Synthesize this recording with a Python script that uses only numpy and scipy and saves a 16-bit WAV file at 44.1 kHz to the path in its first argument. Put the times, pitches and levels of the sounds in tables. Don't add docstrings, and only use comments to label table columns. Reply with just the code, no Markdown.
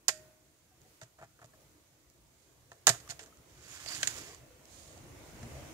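import sys
import numpy as np
from scipy import signal
from scipy.io import wavfile
from scipy.ndimage import uniform_filter1d

SR = 44100
rng = np.random.default_rng(int(sys.argv[2]) if len(sys.argv) > 2 else 0)


def ratio_of_db(decibels):
    return 10 ** (np.asarray(decibels, float) / 20)


def waveform_to_disk(signal):
    frames = np.transpose(np.atleast_2d(signal))
    scaled = np.clip(frames, -1, 1) * 32767
    samples = np.round(scaled).astype(np.int16)
    wavfile.write(sys.argv[1], SR, samples)


N = 252693
HZ = np.fft.rfftfreq(4096, 1 / SR)


def evened(x):
    return x / np.sqrt(np.mean(x ** 2) + 1e-20)


def read(points, hz):
    f, value = np.transpose(points)
    return np.interp(np.log(hz + 1), np.log(f + 1), value)


def curves(rows):
    s, *columns = np.transpose(rows)
    return [np.interp(np.arange(N) / SR, s, c) for c in columns]


def bumps(rows):
    t = np.arange(N) / SR
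    total = 0
    for s, height, rise, fall in rows:
        total = total + height * np.exp(-((t - s) / np.where(t < s, rise, fall)) ** 2)
    return total


def causal(db, size=2048):
    log = np.log(ratio_of_db(np.maximum(db, -100)))
    circle = np.concatenate([log, log[-2:0:-1]])
    return np.fft.ifft(np.exp(np.conj(signal.hilbert(circle)))).real[:size]


def coloured(x, points):
    return signal.oaconvolve(x, causal(read(points, HZ)))[:len(x)]


def resonate(x, hz, width):
    turn = np.exp(2j * np.pi * np.cumsum(hz * np.ones(len(x))) / SR)
    r = np.exp(-np.pi * width / SR)
    return 2 * (turn * signal.lfilter([1 - r], [1, -r], x / turn)).real


def grains(count, per_s, spread_db):
    hit = rng.random(count) < per_s / SR
    size = rng.exponential(1, count)
    return evened(hit * ratio_of_db(spread_db * np.minimum(size, 4)) * rng.standard_normal(count))


def wander(per_s):
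    t = np.arange(0, N, 64) / SR
    drift = sum(np.sin(2 * np.pi * (f * t + rng.random())) / np.sqrt(f)
                for f in np.geomspace(per_s / 10, per_s, 20))
    return np.interp(np.arange(N) / SR, t, evened(drift))


def stirred(base_db, follow, stir):
    # start_s, level_db
    swell = [
        (0, -71.5),
        (.9, -73),
        (2.4, -71),
        (3.3, -66),
        (4.0, -61),
        (4.58, -62),
        (4.82, -59),
        (5.19, -55),
        (5.52, -50),
        (5.73, -50.5),
    ]
    # peak_s, level_db, rise_s, fall_s
    stirs = [
        (.22, 8, 0.094, 0.12),
        (.92, 7, 0.13, 0.14),
        (1.61, 5.5, .2, 0.19),
        (3.06, 9.5, 0.1, 0.23),
        (4.12, 9.5, .25, 0.2),
    ]
    quiet_db = -71
    return base_db + follow * (curves(swell)[0] - quiet_db) + stir * bumps(stirs)


def diffuse(db, patchy_db):
    # pitch_hz, likeness (-1 to 1)
    alike = [(60, 0.86), (180, 0.85), (550, 0.55), (1650, 0.09), (4970, -0.01), (15000, -0.01)]
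    frames, hz = N // 512 + 5, np.fft.rfftfreq(2048, 1 / SR)
    a, b, c, d, patches = rng.standard_normal((frames, 1025, 5)).T
    patches = uniform_filter1d(patches, size=9, axis=0)
    patches = evened(uniform_filter1d(patches, size=8, axis=1))
    same = np.clip(read(alike, hz), -1, 1)[:, None]
    left = a + 1j * b
    right = same * left + np.sqrt(1 - same ** 2) * (c + 1j * d)
    gain = ratio_of_db(np.interp(hz, HZ, db)[:, None] + patchy_db * patches)
    z = np.array([left, right]) * gain
    return evened(signal.istft(z, nperseg=2048, noverlap=1536)[1][:, :N])


def ambience():
    # pitch_hz, level_db (per Hz)
    rumble_tone = [(20, -36), (42, -33), (55, -4), (120, -1), (300, -12.5), (700, -13.5), (1500, -25.5),
                   (2200, -18), (3200, -25), (6000, -39)]
    # pitch_hz, width_hz, level_db
    booms = [(58.4, 15, 1.5), (76, 11, 1.5), (121, 10, 5), (157, 10.3, -4), (243, 12, 0), (306, 13, 4.5)]
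    # pitch_hz, level_db (per Hz)
    air_tone = [(180, -33), (300, -5), (350, -4), (372, -8.5), (680, -10.5), (793, -18.5), (884, -14),
                (4270, -26.5), (6470, -20.5), (12000, -34), (15600, -59), (22000, -120)]
    rumble_db = stirred(-71, follow=0.96, stir=0.46) + 2.5
    air_db = stirred(-77, follow=0.88, stir=0.76) + 7.5
    boom = sum(ratio_of_db(db) / (1 + (2 * (HZ - hz) / width) ** 2) for hz, width, db in booms)
    rumble = diffuse(read(rumble_tone, HZ) + 10 * np.log10(.15 + boom), patchy_db=2.5)
    whir = []
    for _ in range(2):
        whir_hz = 2060 * (1 + 0.04 * wander(4.9))
        whir.append(evened(resonate(rng.standard_normal(N), whir_hz, 220)))
    air = diffuse(read(air_tone, HZ), patchy_db=2.5)
    return ratio_of_db(rumble_db) * (rumble + ratio_of_db(-17) * np.array(whir)) + ratio_of_db(air_db) * air


def shell(x, detune=1.0):
    # pitch_hz, width_hz, level_db
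    modes = [(301.7, 120, -8.5), (447, 180, -9.5), (661, 53, 5), (924, 220, -6), (1144, 170, -2),
             (1435, 450, -4), (1960, 280, -8), (2380, 110, -11.5)]
    return sum((-1) ** k * ratio_of_db(db) * resonate(x, hz * detune, width)
               for k, (hz, width, db) in enumerate(modes))


def struck(x, force, db):
    return ratio_of_db(db) * x * np.linalg.norm(force) / (np.linalg.norm(x) + 1e-12)


def contacts(rows, per_s, spread_db, rise_ms):
    # pitch_hz, level_db (per Hz)
    crack_tone = [(900, -36.5), (1700, -3.5), (2500, -5.5), (3500, -6), (4600, -5), (5600, -5), (7000, 1),
                  (8500, -7.5), (10500, -18.5), (13500, -21), (15000, -29.5), (16500, -51.5)]
    out, t = np.zeros(N + 6000), np.arange(6000) / SR
    for s, db, shell_db, decay_ms, hard_db in rows:
        blow = np.minimum(1000 * t / rise_ms, 1) * np.exp(-1000 * t / max(decay_ms, .1))
        settle = min(decay_ms / 3, 1) * (1 - np.exp(-t / .002)) * np.exp(-1000 * t / 17)
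        force = blow + ratio_of_db(-17.5) * settle
        drive = force * grains(6000, per_s, spread_db)
        tone = [(hz, level + hard_db * np.log2(hz / 5000)) for hz, level in crack_tone]
        crack = coloured(drive, tone)
        ring = shell(drive, rng.uniform(0.94, 1.05))
        sound = struck(crack, force, db) + struck(ring, force, db + shell_db + 0.5)
        out[round(s * SR):][:6000] += ratio_of_db(-5) * sound
    return out[:N]


def snaps():
    # start_s, level_db, shell_ring_db, hardness_db (per octave), decay_ms
    hits = [(0.0816, -6.5, -20.5, 2.5, 3.8), (0.0878, -18.5, -11, -3, 5.9), (0.092, -18, -11, -7, 2.2),
            (1.014, -37, 0.3, -3.5, 3.1), (1.4424, -44.5, 4.5, 1, 2.5), (2.7163, -42.5, 5, -1, 3.9),
            (2.8693, 1, -12, 3.7, 2.46), (2.8712, -18, -4.5, -10, 2), (2.8767, -7.5, -5, -1, 3.1),
            (2.8837, -11, -6, 1, 2.4), (2.8912, -4, -13, 5, 2.66), (2.8969, -12, -11, -4.5, 3.1),
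            (3.0767, -40, -9, -2, 1.8), (3.1925, -35, -10, -3.5, 7.6), (3.86, -30, -8, -2.5, 3.8),
            (4.0299, -12, -17, -3, 2.7), (4.073, -10.5, -21, 1.5, 2.33), (5.4291, -42, 1.1, -1, 4.8)]
    rows = [(s, db, ring_db, ms, hard_db) for s, db, ring_db, hard_db, ms in hits]
    return contacts(rows, per_s=28000, spread_db=1.5, rise_ms=0.55)


def ringing(rows):
    out, t = np.zeros(N + SR), np.arange(SR) / SR
    for s, db, hz, t60 in rows:
        tone = np.sin(2 * np.pi * hz * t) * (1 - np.exp(-t / 0.0013))
        out[round(s * SR):][:SR] += ratio_of_db(db - 60 * t / t60) * tone
    return out[:N]


def knocks():
    return ringing([(0.083, -30.5, 1080, .05), (.09, -39, 675, 0.083), (2.875, -33.5, 399, 0.14),
                    (.715, -65, 743, 0.18), (.85, -61.5, 750, 0.11), (1.534, -55, 1730, 0.02),
                    (3.075, -42.5, 1190, 0.028), (3.215, -49.5, 436, 0.13), (3.228, -41, 7500, 0.033),
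                    (3.325, -49, 1290, 0.027), (3.1, -37, 4470, .06), (4.03, -26, 3140, 0.037),
                    (4.074, -28, 4870, .03), (4.074, -20, 6870, 0.043), (3.989, -54, 1670, 0.13),
                    (4.505, -53, 500, 0.22), (4.974, -43.5, 705, 0.033), (5.424, -43.5, 231, 0.37)])


def spring():
    # pitch_hz, level_db, t60_s
    tones = [(622, -1.5, 0.79), (1482, -19, 1), (1857, -11, 0.59), (2330, -11, .23)]
    return ringing([(.09, db - 46.5, hz, t60) for hz, db, t60 in tones])


def thuds():
    # start_s, level_db
    hits = [(.092, -59), (1.025, -47.5), (1.207, -55), (1.228, -51), (1.415, -58), (1.442, -52),
            (2.717, -59.5), (2.872, -44), (2.878, -44.5), (2.891, -36.5), (2.897, -32), (2.932, -47),
            (3.0, -53.5), (3.095, -47), (3.86, -55), (4.074, -52), (5.43, -39)]
    out, t = np.zeros(N + 6000), np.arange(6000) / SR
    hz, t60_s, lag_s = 122, .085, .014
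    table = np.sin(2 * np.pi * hz * t) + 0.39 * np.sin(2 * np.pi * 1.2 * hz * t)
    thud = table * ratio_of_db(-60 * t / t60_s) * (1 - np.exp(-t / lag_s))
    for s, db in hits:
        out[round(s * SR):][:6000] += ratio_of_db(db) * thud / thud.max()
    return out[:N]


def ticks():
    # start_s, level_db
    hits = [
        (0.175, -36),
        (0.8172, -42),
        (1.459, -42),
        (2.1, -42),
        (2.731, -40),
        (3.3723, -40.5),
        (4.3478, -32),
        (4.6552, -36),
        (4.9776, -37),
        (5.2974, -42),
    ]
    rows = [(s, db, -23, 0.48, 5.5) for s, db in hits]
    return contacts(rows, per_s=86000, spread_db=2, rise_ms=.1)


def rustle():
    # peak_s, level_db, rise_s, fall_s
    squeezes = [
        (1.02, -63.5, 0.01, 0.022),
        (2.41, -75.5, 0.042, 0.088),
        (2.75, -77, 0.043, 0.043),
        (4.77, -55.5, 0.082, 0.19),
        (5.27, -66, 0.043, 0.047),
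    ]
    # pitch_hz, level_db (per Hz)
    tissue = [(1200, -37.5), (2400, -15.5), (3200, -7), (4800, -5.5), (5600, -6.5), (6800, 0.5), (8500, -6),
              (10500, -14), (16000, -26.5)]
    held = np.interp(np.arange(N) / SR, [0.31 - .3, 0.31 + 0.25], [.4, 1])
    force = ratio_of_db(-73) * held + bumps([(s, ratio_of_db(db), rise, fall) for s, db, rise, fall in squeezes])
    fibres = grains(N, per_s=14000, spread_db=1.5) * ratio_of_db(.8 * wander(20))
    return force * evened(coloured(fibres, tissue))


def drags():
    # start_s, catches (count), peak_db, shell_ring_db, decay_ms
    strokes = [(1.022, 2, -39.5, -6, 4.5), (1.183, 2, -56.5, 11.5, 8.8), (1.212, 3, -50.5, 13.5, 5),
               (1.238, 1, -53, 3.5, 8.9), (1.389, 1, -56, 13.5, 2.8), (1.4149, 2, -47.5, 10, 3),
               (1.451, 1, -50.5, -18, 4.9), (1.5344, 1, -58.5, 13, 3.2), (2.9324, 2, -38.5, 0.5, 6.6),
               (2.9994, 1, -42.5, -9, 5.4), (3.0881, 1, -36.5, -9, 10), (3.0976, 2, -24.5, -16, 5),
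               (3.116, 1, -37, -0.5, 4), (3.2043, 1, -46, -8, 23), (3.2281, 1, -44.5, -8, 11),
               (3.2594, 1, -49, -5, 10), (3.8836, 1, -33, -24.5, 9.4), (3.9422, 1, -32.5, -36, 41)]
    catch_s, ends_db, hard_db = 0.0089, -6, 0.3
    rows = []
    for s, n, db, shell_db, ms in strokes:
        for k in range(round(n)):
            arch_db = ends_db * ((2 * k + 1) / round(n) - 1) ** 2
            rows.append((s + k * catch_s, db + arch_db, shell_db, ms, hard_db))
    return contacts(rows, per_s=5000, spread_db=4, rise_ms=2.7)


def slide():
    # start_s, friction_db
    pulls = [
        [(3.48, -68), (3.632, -56.5), (3.726, -48.5), (3.845, -48), (3.875, -45.5), (3.92, -39), (4.0, -47),
         (4.02, -43)],
        [(4.1, -44), (4.17, -44), (4.344, -53.5), (4.4, -67)],
    ]
    # pitch_hz, level_db (per Hz)
    rail = [(400, -17.5), (800, -11), (1600, -2), (3000, -5), (4600, -7), (5800, -3.5), (7000, -2),
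            (9000, -12), (12000, -17), (16000, -21)]
    # peak_s, half_length_s, level_db
    squeals = [
        (3.63, .05, 5),
        (3.886, 0.021, 25),
        (3.94, 0.018, 22.5),
        (4.34, .04, 6),
    ]
    # peak_s, half_length_s, level_db
    sings = [
        (3.717, 0.021, 16),
        (4.046, 0.079, 16),
    ]
    # peak_s, half_length_s, level_db
    rubs = [
        (3.875, 0.011, -72),
        (3.933, 0.037, -57.5),
        (4.31, 0.038, -56),
    ]
    rows = [*pulls[0], *pulls[1]]
    db = curves(rows)[0]
    start, end = rows[0][0], rows[-1][0]
    moving = np.interp(np.arange(N) / SR, [start - .05, start, end, end + 0.025], [0, 1, 1, 0])
    slips = grains(N, per_s=12000, spread_db=-0.5) * ratio_of_db(0.96 * wander(90))
    hiss = evened(coloured(slips, rail))
    bind_db = bumps([(s, more_db, half, half) for s, half, more_db in squeals])
    squeak = evened(resonate(resonate(slips, 4700, 700), 4700, 700))
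    squeak = squeak * ratio_of_db(-21 + bind_db + 3.3 * wander(60))
    sing_db = bumps([(s, more_db, half, half) for s, half, more_db in sings])
    edge_gain = ratio_of_db(-20 + sing_db + 3.1 * wander(24.96))
    edge = edge_gain * evened(resonate(slips, 6850 * (1 + 0.011 * wander(21)), 400))
    lean = ratio_of_db(db - 44) + bumps([(s, ratio_of_db(rub_db), half, half) for s, half, rub_db in rubs])
    body = lean * evened(shell(slips, 1 + 0.11 * wander(9.5)))
    return moving * (ratio_of_db(db) * (hiss + squeak + edge) + body)


def laptop():
    return snaps() + thuds() + ticks() + rustle() + drags() + slide()


def echoes(start, decay):
    # pitch_hz, t60_s
    room = [(100, .2), (600, .25), (2000, 0.24), (7000, 0.21), (15000, 0.26)]
    taps = np.zeros((2, SR // 2))
    at = np.arange(start, SR // 2 - 20, 20)
    at = at + rng.integers(0, 20, (2, len(at)))
    np.put_along_axis(taps, at, rng.choice([-1., 1.], at.shape), 1)
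    hz, t, z = signal.stft(taps, SR, nperseg=128)
    fade = ratio_of_db(-60 * t / (decay * read(room, hz))[:, None])
    tail = signal.istft(z * fade, SR, nperseg=128)[1]
    return tail / np.linalg.norm(tail[0])


def scene():
    right, other = laptop(), laptop()
    bass = signal.butter(2, 2000, fs=SR, output="sos")
    left = other + signal.sosfiltfilt(bass, right - other)
    direct = np.array([np.roll(left, 4), right])
    turn = np.pi * np.arange(N) / SR / .7
    treble = signal.sosfilt(signal.butter(1, 800, "high", fs=SR, output="sos"), direct)
    room = 0
    for k in range(3):
        part = treble * np.cos(turn + np.pi * k / 3)
        room = room + signal.oaconvolve(part, echoes(start=150, decay=1.3), axes=1)
    return direct + knocks() + spring() + ratio_of_db(-19.5) * room[:, :N] + ambience()


def band_limit(x):
    return signal.sosfilt(signal.butter(12, 16640, fs=SR, output="sos"), x)


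def record(dry):
    # pitch_hz, left_minus_right_db
    shadow = [(60, 0), (1300, 1.5), (2800, 2), (4400, -12), (6000, -15), (7100, -46), (9000, -31),
              (11500, -20), (16000, -6.5)]
    shadow_db = read(shadow, HZ)
    right_db = 10 * np.log10(4 / (1 + ratio_of_db(shadow_db) ** 2)) - 4.5
    cavity_db = 0.5 / (1 + (2 * (HZ - 6380) / 380) ** 2)
    ports = np.array([causal(right_db + shadow_db), causal(right_db + cavity_db)])
    hiss_db = stirred(-76.5, follow=.42, stir=.7) + 5.5
    hiss = ratio_of_db(hiss_db) * rng.standard_normal(dry.shape)
    heard = signal.oaconvolve(dry, ports, axes=1)[:, :N] + hiss
    ceiling = .86
    heard = heard / (1 + (heard / ceiling) ** 4) ** .25
    edge = signal.firwin(1023, 15720, window=("kaiser", 8), fs=SR)
    return band_limit(signal.oaconvolve(heard, edge[None], "same", axes=1))


dry = scene()
out = record(dry)
waveform_to_disk(out)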